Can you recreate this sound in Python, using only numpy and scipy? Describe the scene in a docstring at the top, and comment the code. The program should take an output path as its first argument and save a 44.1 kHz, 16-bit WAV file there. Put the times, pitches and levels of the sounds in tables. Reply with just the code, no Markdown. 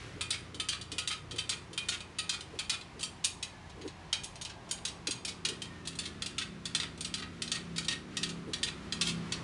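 """Short metallic clicks and scrapes, turn after turn: a small spanner tightens the spoke nipples of a
motorcycle wheel on a truing stand. It lands, seats and slides round; impact and stick-slip friction
excite the modes of spanner, spokes and rim, which ring briefly in a workshop with a concrete floor.
Hands shuffle on the wheel. Outside, traffic murmurs, a faint whine sinks, and two engines hum at
harmonics of their firing rates, one idling and one drawing nearer."""
import sys
import numpy as np
from scipy import signal
from scipy.fft import rfft, irfft, next_fast_len
from scipy.io import wavfile
from scipy.ndimage import uniform_filter1d

SR = 44100
rng = np.random.default_rng(int(sys.argv[2]) if len(sys.argv) > 2 else 0)


def inscribe(sig):
    """Save sig as 16-bit PCM at rate SR to the path in sys.argv[1].

    A 1-D sig is mono; a 2-D sig holds one channel per row.
    Samples are clipped to [-1, 1] before scaling.
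    """
    pcm = np.round(np.clip(np.atleast_2d(sig).T, -1, 1) * 32767)
    wavfile.write(sys.argv[1], SR, pcm.astype(np.int16))


N = 415863
TIME = np.arange(N) / SR
MOVE_S = (3.2, 5.7)  # the spanner leaves the first nipple, and has settled on the second


def undb(db):
    """Amplitude ratio of a level in decibels."""
    return 10 ** (np.asarray(db) / 20)


def unit(x):
    """Normalisation to an rms of 1."""
    return x / np.sqrt(np.mean(x ** 2))


def curves(table):
    """Linear interpolation of each column over the times in the first."""
    times_s, *columns = np.transpose(table)
    return [np.interp(TIME, times_s, column) for column in columns]


def fade(t, t60):
    """Exponential free decay, 60 dB down after t60."""
    return np.exp(-np.log(1000) * t / t60)


def colour(x, points):
    """Minimum-phase filter through points of (frequency_hz, gain_db)."""
    size = 2 * next_fast_len(len(x))
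    hz, db = np.transpose(points)
    grid_hz = np.maximum(np.fft.rfftfreq(size, 1 / SR), 1)
    gain = undb(np.interp(np.log(grid_hz), np.log(hz), db))
    cepstrum = irfft(np.log(gain))
    cepstrum[1:size // 2] *= 2  # folding the cepstrum makes the filter causal
    cepstrum[size // 2 + 1:] = 0
    return irfft(rfft(x, size) * np.exp(rfft(cepstrum)))[:len(x)]


def noise(points, size):
    """Spectrally shaped Gaussian noise of rms 1."""
    return unit(colour(rng.standard_normal(size), points))


def walk(rate_hz):
    """Slow random modulation of rms 1."""
    hold = int(SR / rate_hz)
    steps = np.repeat(rng.standard_normal(N // hold + 1), hold)
    return unit(uniform_filter1d(steps, hold)[:N])


def add(out, start_s, x):
    """Superposition of x on out from start_s."""
    i = max(int(start_s * SR), 0)
    out[i:i + len(x)] += x[:max(N - i, 0)]


def drone(centre_hz, db, width_hz):
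    """Quadrature modulation makes a gliding noise band: a rush when wide, a whine when narrow."""
    phase = 2 * np.pi * np.cumsum(centre_hz) / SR
    lowpass = signal.butter(2, width_hz / 2, fs=SR, output="sos")
    in_phase, quadrature = signal.sosfilt(lowpass, rng.standard_normal((2, N)))
    return undb(db) * unit(in_phase * np.cos(phase) + quadrature * np.sin(phase))


def street(flicker_db=1):
    """Traffic sums incoherently to broadband noise; rumble, murmur and hiss swell independently."""
    # traffic spectrum: frequency_hz, gain_db
    spectrum = [(25, -16.5), (60, -3), (90, -8), (150, -2.5), (220, -10), (360, -6.5), (500, -13),
                (700, -15.5), (1300, -19.5), (2000, -18.5), (3800, -24.5), (6000, -29.5), (9500, -38)]
    # band levels: time_s, rumble_db, murmur_db, hiss_db
    levels = [(0, -52, -55, -52.5), (0.6, -58.5, -57.5, -59), (1.8, -57.5, -57.5, -56.5),
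              (2.5, -57, -58, -58.5), (3.6, -56, -60.5, -59), (5.3, -57.5, -57, -58.5),
              (8.4, -55.5, -54.5, -55.5), (9.43, -55, -52, -51.5)]
    out = 0
    for band_hz, db in zip([(25, 170), (210, 900), (1200, 16000)], curves(levels)):
        bandpass = signal.butter(3, band_hz, "bandpass", fs=SR, output="sos")
        band = signal.sosfilt(bandpass, noise(spectrum, N))
        out = out + unit(band) * undb(db + flicker_db * walk(10))
    return out


def tyres():
    """Rolling noise of distant tyres: one broad band that drifts in frequency and level."""
    # course of the band: time_s, centre_hz, level_db
    course = [(0, 1316, -62), (2.6, 943, -60.5), (4.5, 861.4, -56.5), (6.2, 1227, -62.5), (8, 1261, -62),
              (9.43, 1103, -55)]
    return drone(*curves(course), width_hz=464)


def whines(attack_s=0.04):
    """Narrow-band noise is heard as a thin, unsteady, far-off tone that sinks as it decays."""
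    # falling tones: start_s, pitch_hz, sag_hz_per_s, level_db, t60_s
    glides = [(3.4, 1735, 99.8, -66, 18), (5.48, 1912, 270, -55.5, 3.5)]
    out = np.zeros(N)
    onset = 1 - np.exp(-TIME / attack_s)
    for start_s, pitch_hz, sag, db, t60 in glides:
        tone = drone(pitch_hz - sag * TIME, db, width_hz=30)
        add(out, start_s, tone * onset * fade(TIME, t60))
    return out


def engine(firing_hz, db, orders, wobble, flutter_db=2.5, boom_db=0, boom_hz=174, boom_width_hz=38):
    """Periodic firing gives a harmonic series; its low orders carry indoors and boom near a resonance."""
    phase = 2 * np.pi * np.cumsum(firing_hz * (1 + wobble * walk(9))) / SR
    hum = 0
    for order, order_db in orders:
        resonance_db = boom_db * np.exp(-((order * firing_hz - boom_hz) / boom_width_hz) ** 2)
        gain = undb(db + order_db + resonance_db + flutter_db * walk(6.5))
        hum = hum + gain * np.sin(order * phase + 2 * np.pi * rng.random())
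    return np.sqrt(2) * hum


def idling_engine(firing_hz=29.3):
    """A low harmonic hum, frequency-modulated by the slightly uneven idle."""
    # loudness of the hum: time_s, level_db
    levels = [(0, -57.5), (1.8, -57), (2.6, -65.5), (5.6, -61), (7.2, -60.5), (8.2, -63), (9.43, -56.5)]
    # firing harmonics: order, relative_db
    orders = [(2, -11), (3, 2), (4, -1.5), (5, -8), (6, -7)]
    return engine(firing_hz, *curves(levels), orders, wobble=0.0148)


def approaching_engine(firing_hz=33.65):
    """The level rises as the distance shrinks, and the exhaust resonance booms under load."""
    # loudness of the approach: time_s, level_db
    levels = [(0, -68), (4.2, -68.5), (5.5, -60), (6.5, -57.5), (7.3, -58.5), (8.3, -53.5), (8.7, -58),
              (9, -52.5), (9.43, -52.5)]
    # firing harmonics: order, relative_db
    orders = [(2, -7), (3, -15), (4, -7.5), (5, 3.5), (6, 1), (7, -2), (8, -3.5), (9, -7), (10, -9.5),
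              (11, -8), (12, -11)]
    # exhaust booms: centre_s, boost_db, half_width_s
    booms = [(7.7, 6.5, 0.11), (9.167, 9.5, 0.2)]
    boom_db = sum(db * np.exp(-((TIME - centre_s) / half_s) ** 2) for centre_s, db, half_s in booms)
    return engine(firing_hz, *curves(levels), orders, wobble=0.0061, boom_db=boom_db)


def shuffles():
    """Friction of skin and cloth: muffled noise bursts under Gaussian envelopes."""
    # the arm swings in and the hands shift their hold: centre_s, level_db, half_width_s
    rubs = [(0.071, -53.5, 0.022), (0.181, -49.5, 0.02), (0.566, -49, 0.021), (0.951, -46.5, 0.02),
            (1.354, -46.5, 0.023), (1.731, -49.5, 0.021), (2.553, -47.5, 0.018), (2.987, -49.5, 0.022),
            (3.796, -49, 0.028), (3.865, -39, 0.016), (5.088, -42.5, 0.0099), (5.506, -47.5, 0.038),
            (8.494, -42, 0.015)]
    spectrum = [(150, -39), (290, 1), (370, 0), (470, -3.5), (600, -18.5), (2000, -33), (8000, -40)]
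    out = np.zeros(N)
    for centre_s, db, half_s in rubs:
        t = np.arange(-3 * half_s, 3 * half_s, 1 / SR)
        envelope = np.exp(-.5 * (t / half_s) ** 2)
        add(out, centre_s + t[0], undb(db) * noise(spectrum, len(t)) * envelope)
    return out


def room(x, wet_db=-11, low_t60=0.29, high_t60=0.34, build_s=0.01):
    """Reverberation: reflections from floor and walls build into a short, diffuse tail."""
    t = np.arange(SR) / SR
    low = noise([(2500, 10.5), (7000, -12.5)], SR) * fade(t, low_t60)
    high = noise([(2000, -7), (5000, -3)], SR) * fade(t, high_t60)
    tail = (low + 1.06 * high) * (1 - np.exp(-t / build_s))
    return x + undb(wet_db) * signal.fftconvolve(x, tail / np.linalg.norm(tail))[:N]


def wheel(time_s, ring_db, crack_db, crack_t60=0.026, dense_t60=0.13, scatter_db=2.2, damping=1.94):
    """Impulse response of the steel: a crack, a dense shimmer and modes weighted by the contact point."""
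    # modes of spanner, spokes and rim:
    # pitch_hz, t60_before_damping_s, first_nipple_db, moving_on_db, second_nipple_db
    modes = [(1268, 0.35, -7.0, -18.0, -11.0), (1428, 0.15, -10.0, -12.0, -18.0),
             (1868, 0.25, -9.0, -23.0, -6.0), (2080, 0.15, -9.0, -15.0, -20.0),
             (2454, 0.4, -2.0, -8.0, -19.0), (2598, 0.25, -4.0, -6.0, -4.0),
             (2840, 0.15, -18.0, -3.0, -6.0), (3065, 0.15, -6.0, -13.0, -15.0),
             (3145, 0.22, 0.0, -3.0, -6.0), (3220, 0.15, -16.0, -7.0, -2.0),
             (3340, 0.15, -1.0, -10.0, -5.0), (3520, 0.15, -0.0, -15.0, 0.0),
             (3605, 0.15, -2.0, -5.0, -3.0), (3870, 0.15, -4.0, -3.0, -4.0), (4021, 0.15, -4.0, -9.0, -4.0),
             (4145, 0.15, -5.0, -11.0, -1.0), (4500, 0.15, -11.0, -15.0, -0.0),
             (4630, 0.22, -0.0, -5.0, -1.0), (4873, 0.3, -2.0, -4.0, -4.0),
             (5160, 0.11, -20.0, -11.0, -10.0), (5442, 0.11, -25.0, -3.0, -15.0),
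             (5675, 0.2, -10.0, -4.0, -6.0), (6425, 0.11, -10.0, -2.0, -6.0), (6602, 0.18, -7.0, 0.0, -6.0),
             (7180, 0.11, -10.0, -15.0, -11.0), (7515, 0.11, -10.0, -8.0, -11.0),
             (8320, 0.11, -16.0, -8.0, -10.0), (8807, 0.11, -19.0, -7.0, -15.0),
             (9450, 0.11, -12.0, -25.0, -10.0), (10480, 0.11, -21.0, -8.0, -20.0)]
    # spectrum of the wheel's dense, overlapping modes: frequency_hz, gain_db
    dense_spectrum = [(300, -39.5), (800, -25), (1300, -16.5), (2100, -12), (3200, -4.5), (4000, -4),
                      (5200, -9.5), (6100, -10.5), (7200, -12), (9400, -12.5), (10500, -23.5)]
    t = np.arange(SR // 3) / SR
    hz, t60, *places_db = np.transpose(modes)
    mode_db = places_db[np.searchsorted(MOVE_S, time_s)] + scatter_db * rng.standard_normal(len(hz))
    # grip and tension detune the steel a little, at random for each blow
    hz = hz * (1 + .0028 * rng.standard_normal(len(hz)))
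    phase = 2 * np.pi * (hz[:, None] * t + rng.random((len(hz), 1)))
    amplitudes = undb(mode_db) / np.sqrt(t60)  # mode_db sets energy, whatever the decay time
    ring = amplitudes @ (np.sin(phase) * fade(t, t60[:, None] / damping))
    envelope = fade(t, dense_t60) + undb(crack_db) * fade(t, crack_t60)
    dense = noise(dense_spectrum, len(t)) * envelope
    return unit(dense) + undb(ring_db) * unit(ring)


def click(time_s, db, bright_db, contact, bounce=0.74, chatter_scale_s=0.00053):
    """Impact with rebound: the spanner chatters in three tiny bounces; a clean contact cracks hardest."""
    low_db, mid_db, high_db, top_db, chatter_s = contact
    clean = np.exp(-chatter_s / chatter_scale_s)  # 1 for a single contact, near 0 for long chatter
    blow = wheel(time_s, ring_db=-2.5, crack_db=-6 + 12 * clean)
    hit = blow.copy()
    for when, energy in rng.random((3, 2)):
        lag = SR // 1000 + int(2 * when * chatter_s * SR)
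        hit[lag:] += bounce * (1 - clean) * np.sqrt(energy) * blow[:-lag]
    # brightness tilts the spectrum about 3 kHz
    low_db, high_db, top_db = low_db - bright_db, high_db + bright_db / 2, top_db + bright_db
    hit = colour(hit, [(600, 1.5 + low_db / 2), (1700, low_db - 1), (3000, 0), (4400, mid_db),
                       (6500, high_db + 0.36), (9300, top_db + 0.36)])
    attack = hit[:int(.015 * SR)]
    return undb(db) * hit / np.std(attack)


def scrape(time_s, db, half_s, bright_db, slips_per_s=520):
    """Stick-slip friction: uneven impulses swell and fade as the jaws slide; their grip damps the ring."""
    t = np.arange(-2 * half_s, 2 * half_s, 1 / SR)
    gaps, sizes = rng.uniform(.4, 1.6, (2, 80))
    slip_samples = (np.cumsum(gaps) * SR / slips_per_s).astype(int)
    slips = np.bincount(slip_samples, sizes ** 2, len(t))[:len(t)]
    gripped = wheel(time_s, ring_db=-4, crack_db=0, dense_t60=0.14, damping=3.2)
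    rub = signal.fftconvolve(slips * np.exp(-(t / half_s) ** 2), gripped)
    rub = colour(rub, [(600, -0.5), (1500, 4 - bright_db / 2), (3200, 0.54), (5500, bright_db / 2 - 3)])
    peak_power = uniform_filter1d(rub ** 2, len(t) // 2).max()
    return undb(db) * rub / np.sqrt(peak_power)


def knocks(tone_db=(-1.5, 0, 0, 0)):
    """Stray impacts: the loose spanner bumps into spokes and rim."""
    # it grazes, lifts off, rebounds or moves on: start_s, level_db, brightness_db, chatter_s
    bumps = [(0.545, -44.5, 2, 0.0028), (0.812, -41.5, 1, 0.001), (0.9175, -38.5, -0.5, 0.0026),
             (1.3106, -40.5, -1, 0.0029), (1.361, -45.5, 0, 0.0006), (1.7305, -46.5, 1, 0.0024),
             (2.0053, -43.5, -1, 0.0005), (2.4074, -42, 2, 0.00055), (2.811, -46.5, -3, 0.00044),
             (2.9938, -46, 4, 0.0036), (3.009, -41.5, 4, 0.0022), (3.0293, -32, 5.5, 0.0035),
             (3.2412, -33.5, 1.5, 0.0057), (3.2457, -25.5, 5.5, 0.00057), (3.427, -34, 0, 0.00054),
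             (3.697, -55, -4, 0.0028), (3.814, -49.5, -7, 0.0024), (3.877, -47, -3, 0.0027),
             (4.1283, -27, -3.5, 0.00042), (4.235, -42.5, 7, 0.0054), (4.243, -40, 6, 0.0004),
             (4.3568, -48.5, -1, 0.00049), (4.4128, -39.5, 2, 0.0031), (4.45, -39.5, 0, 0.0036),
             (4.496, -46, -8, 0.0036), (4.691, -51, 0, 0.0027), (5.109, -32.5, 3, 0.00082),
             (5.487, -34.5, 1, 0.0005), (5.853, -48, -1, 0.0027), (5.953, -48, 7, 0.0023),
             (6.261, -36.5, 1.5, 0.0013), (6.8, -32.5, -2.5, 0.00093), (6.9762, -52, 4, 0.0007),
             (7.047, -35, 2, 0.0017), (7.223, -40.5, -10, 0.0021), (7.477, -41, -1, 0.00067),
             (7.761, -41, -3, 0.0018), (7.8462, -43, 1, 0.00065), (8.291, -41.5, 1, 0.0059),
             (9.3215, -32, -1, 0.0012)]
    out = np.zeros(N)
    for start_s, db, bright_db, chatter_s in bumps:
        add(out, start_s, click(start_s, db, bright_db, (*tone_db, chatter_s)))
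    return out


def turns(hunt_db=-53.5, hunt_half_s=0.009):
    """Impact and friction alternate: the jaws land, hunt for the flats, seat and slide round."""
    # turns of the spanner: land_s, land_db, land_brightness_db, seat_s, seat_db, seat_brightness_db,
    # slide_delay_s, slide_db, slide_half_width_s, slide_brightness_db
    strokes = [(0.2097, -32.5, 0, 0.3051, -29, 0, 0.030, -38, 0.013, -2.5),
               (0.5986, -31.5, 0.5, 0.6868, -29.5, -0.5, 0.047, -37.5, 0.014, -4),
               (0.9824, -31, 1, 1.0749, -31, -1, 0.041, -35.5, 0.015, 1),
               (1.3834, -31, 0.5, 1.4931, -29.5, 1.5, 0.031, -38.5, 0.013, 1),
               (1.777, -31.5, 0.5, 1.886, -29, -2, 0.045, -37.5, 0.015, 0.5),
               (2.1859, -31, 1, 2.2932, -29, -2, 0.043, -39, 0.013, -2),
               (2.589, -32.5, -1, 2.696, -28, -2, 0.042, -39, 0.017, -6.5),
               (4.7108, -31, 7, 4.8514, -32, 1, 0.027, -40, 0.0073, 11),
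               (5.071, -31, -1.5, 5.2493, -35, 1, 0.035, -38, 0.012, 11),
               (5.45, -28.5, -3, 5.6192, -38, -0.5, 0.031, -52, 0.012, -4),
               (5.8734, -36, 3.5, 5.9881, -33.5, 0.5, 0.067, -41.5, 0.021, 5),
               (6.2212, -34, -1, 6.3818, -31.5, -2.5, 0.035, -37.5, 0.013, -3),
               (6.6543, -35, 0, 6.7488, -27, -0.5, 0.081, -37, 0.0078, -8),
               (7.0078, -36.5, 6, 7.1399, -32.5, -0.5, 0.046, -44, 0.014, -3),
               (7.42, -33, 0, 7.517, -29.5, -1.5, 0.038, -37.5, 0.013, 2),
               (7.781, -31.5, -1, 7.883, -28.5, -2, 0.034, -36, 0.013, -2),
               (8.169, -32, -1, 8.2314, -30, -1, 0.027, -48, 0.008, -5),
               (8.534, -32, -2, 8.631, -28, 0.5, 0.048, -39, 0.014, -2),
               (8.9236, -32, -2, 9.0117, -26.5, -1, 0.064, -33.5, 0.023, 9)]
    # contact as the jaws land, one row a nipple: low_db, mid_db, high_db, top_db, chatter_s
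    landing = [(-2, -3.5, -5, -0.7, 0.0026), (1.5, 1, 0.5, 2, 0.0006)]
    # contact as they seat, one row a nipple: low_db, mid_db, high_db, top_db, chatter_s
    seating = [(-0.091, 4.5, 4.5, 5.5, 0.0016), (-1.2, 0, -0.5, 0.5, 0.0018)]
    out = np.zeros(N)
    for land_s, land_db, land_bright, seat_s, seat_db, seat_bright, *slide in strokes:
        delay_s, slide_db, half_s, slide_bright = slide
        nipple = int(land_s > MOVE_S[0])
        midway_s = (land_s + seat_s) / 2
        add(out, land_s, click(land_s, land_db, land_bright, landing[nipple]))
        add(out, midway_s - 2 * hunt_half_s, scrape(land_s, hunt_db, hunt_half_s, bright_db=0))
        add(out, seat_s, click(seat_s, seat_db, seat_bright, seating[nipple]))
        add(out, seat_s + delay_s - 2 * half_s, scrape(seat_s, slide_db, half_s, slide_bright))
    return out


def scene():
    """Superposition in one channel: the street, the hands and the reverberant work on the wheel."""
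    outside = idling_engine() + approaching_engine() + street() + tyres() + whines()
    spanner = room(turns() + knocks())
    return (outside + spanner + shuffles())[None]


def record(dry, cutoff_hz=10700, sizzle_db=-24, limit_hz=15300):
    """Band limiting: the treble falls steeply above cutoff_hz; a faint sizzle remains up to limit_hz."""
    treble_cut = signal.ellip(10, .2, 70, cutoff_hz, fs=SR, output="sos")
    band_limit = signal.ellip(8, .2, 70, limit_hz, fs=SR, output="sos")
    passed = signal.sosfilt(treble_cut, dry) + undb(sizzle_db) * dry
    return signal.sosfilt(band_limit, passed)


dry = scene()
out = record(dry)
inscribe(out)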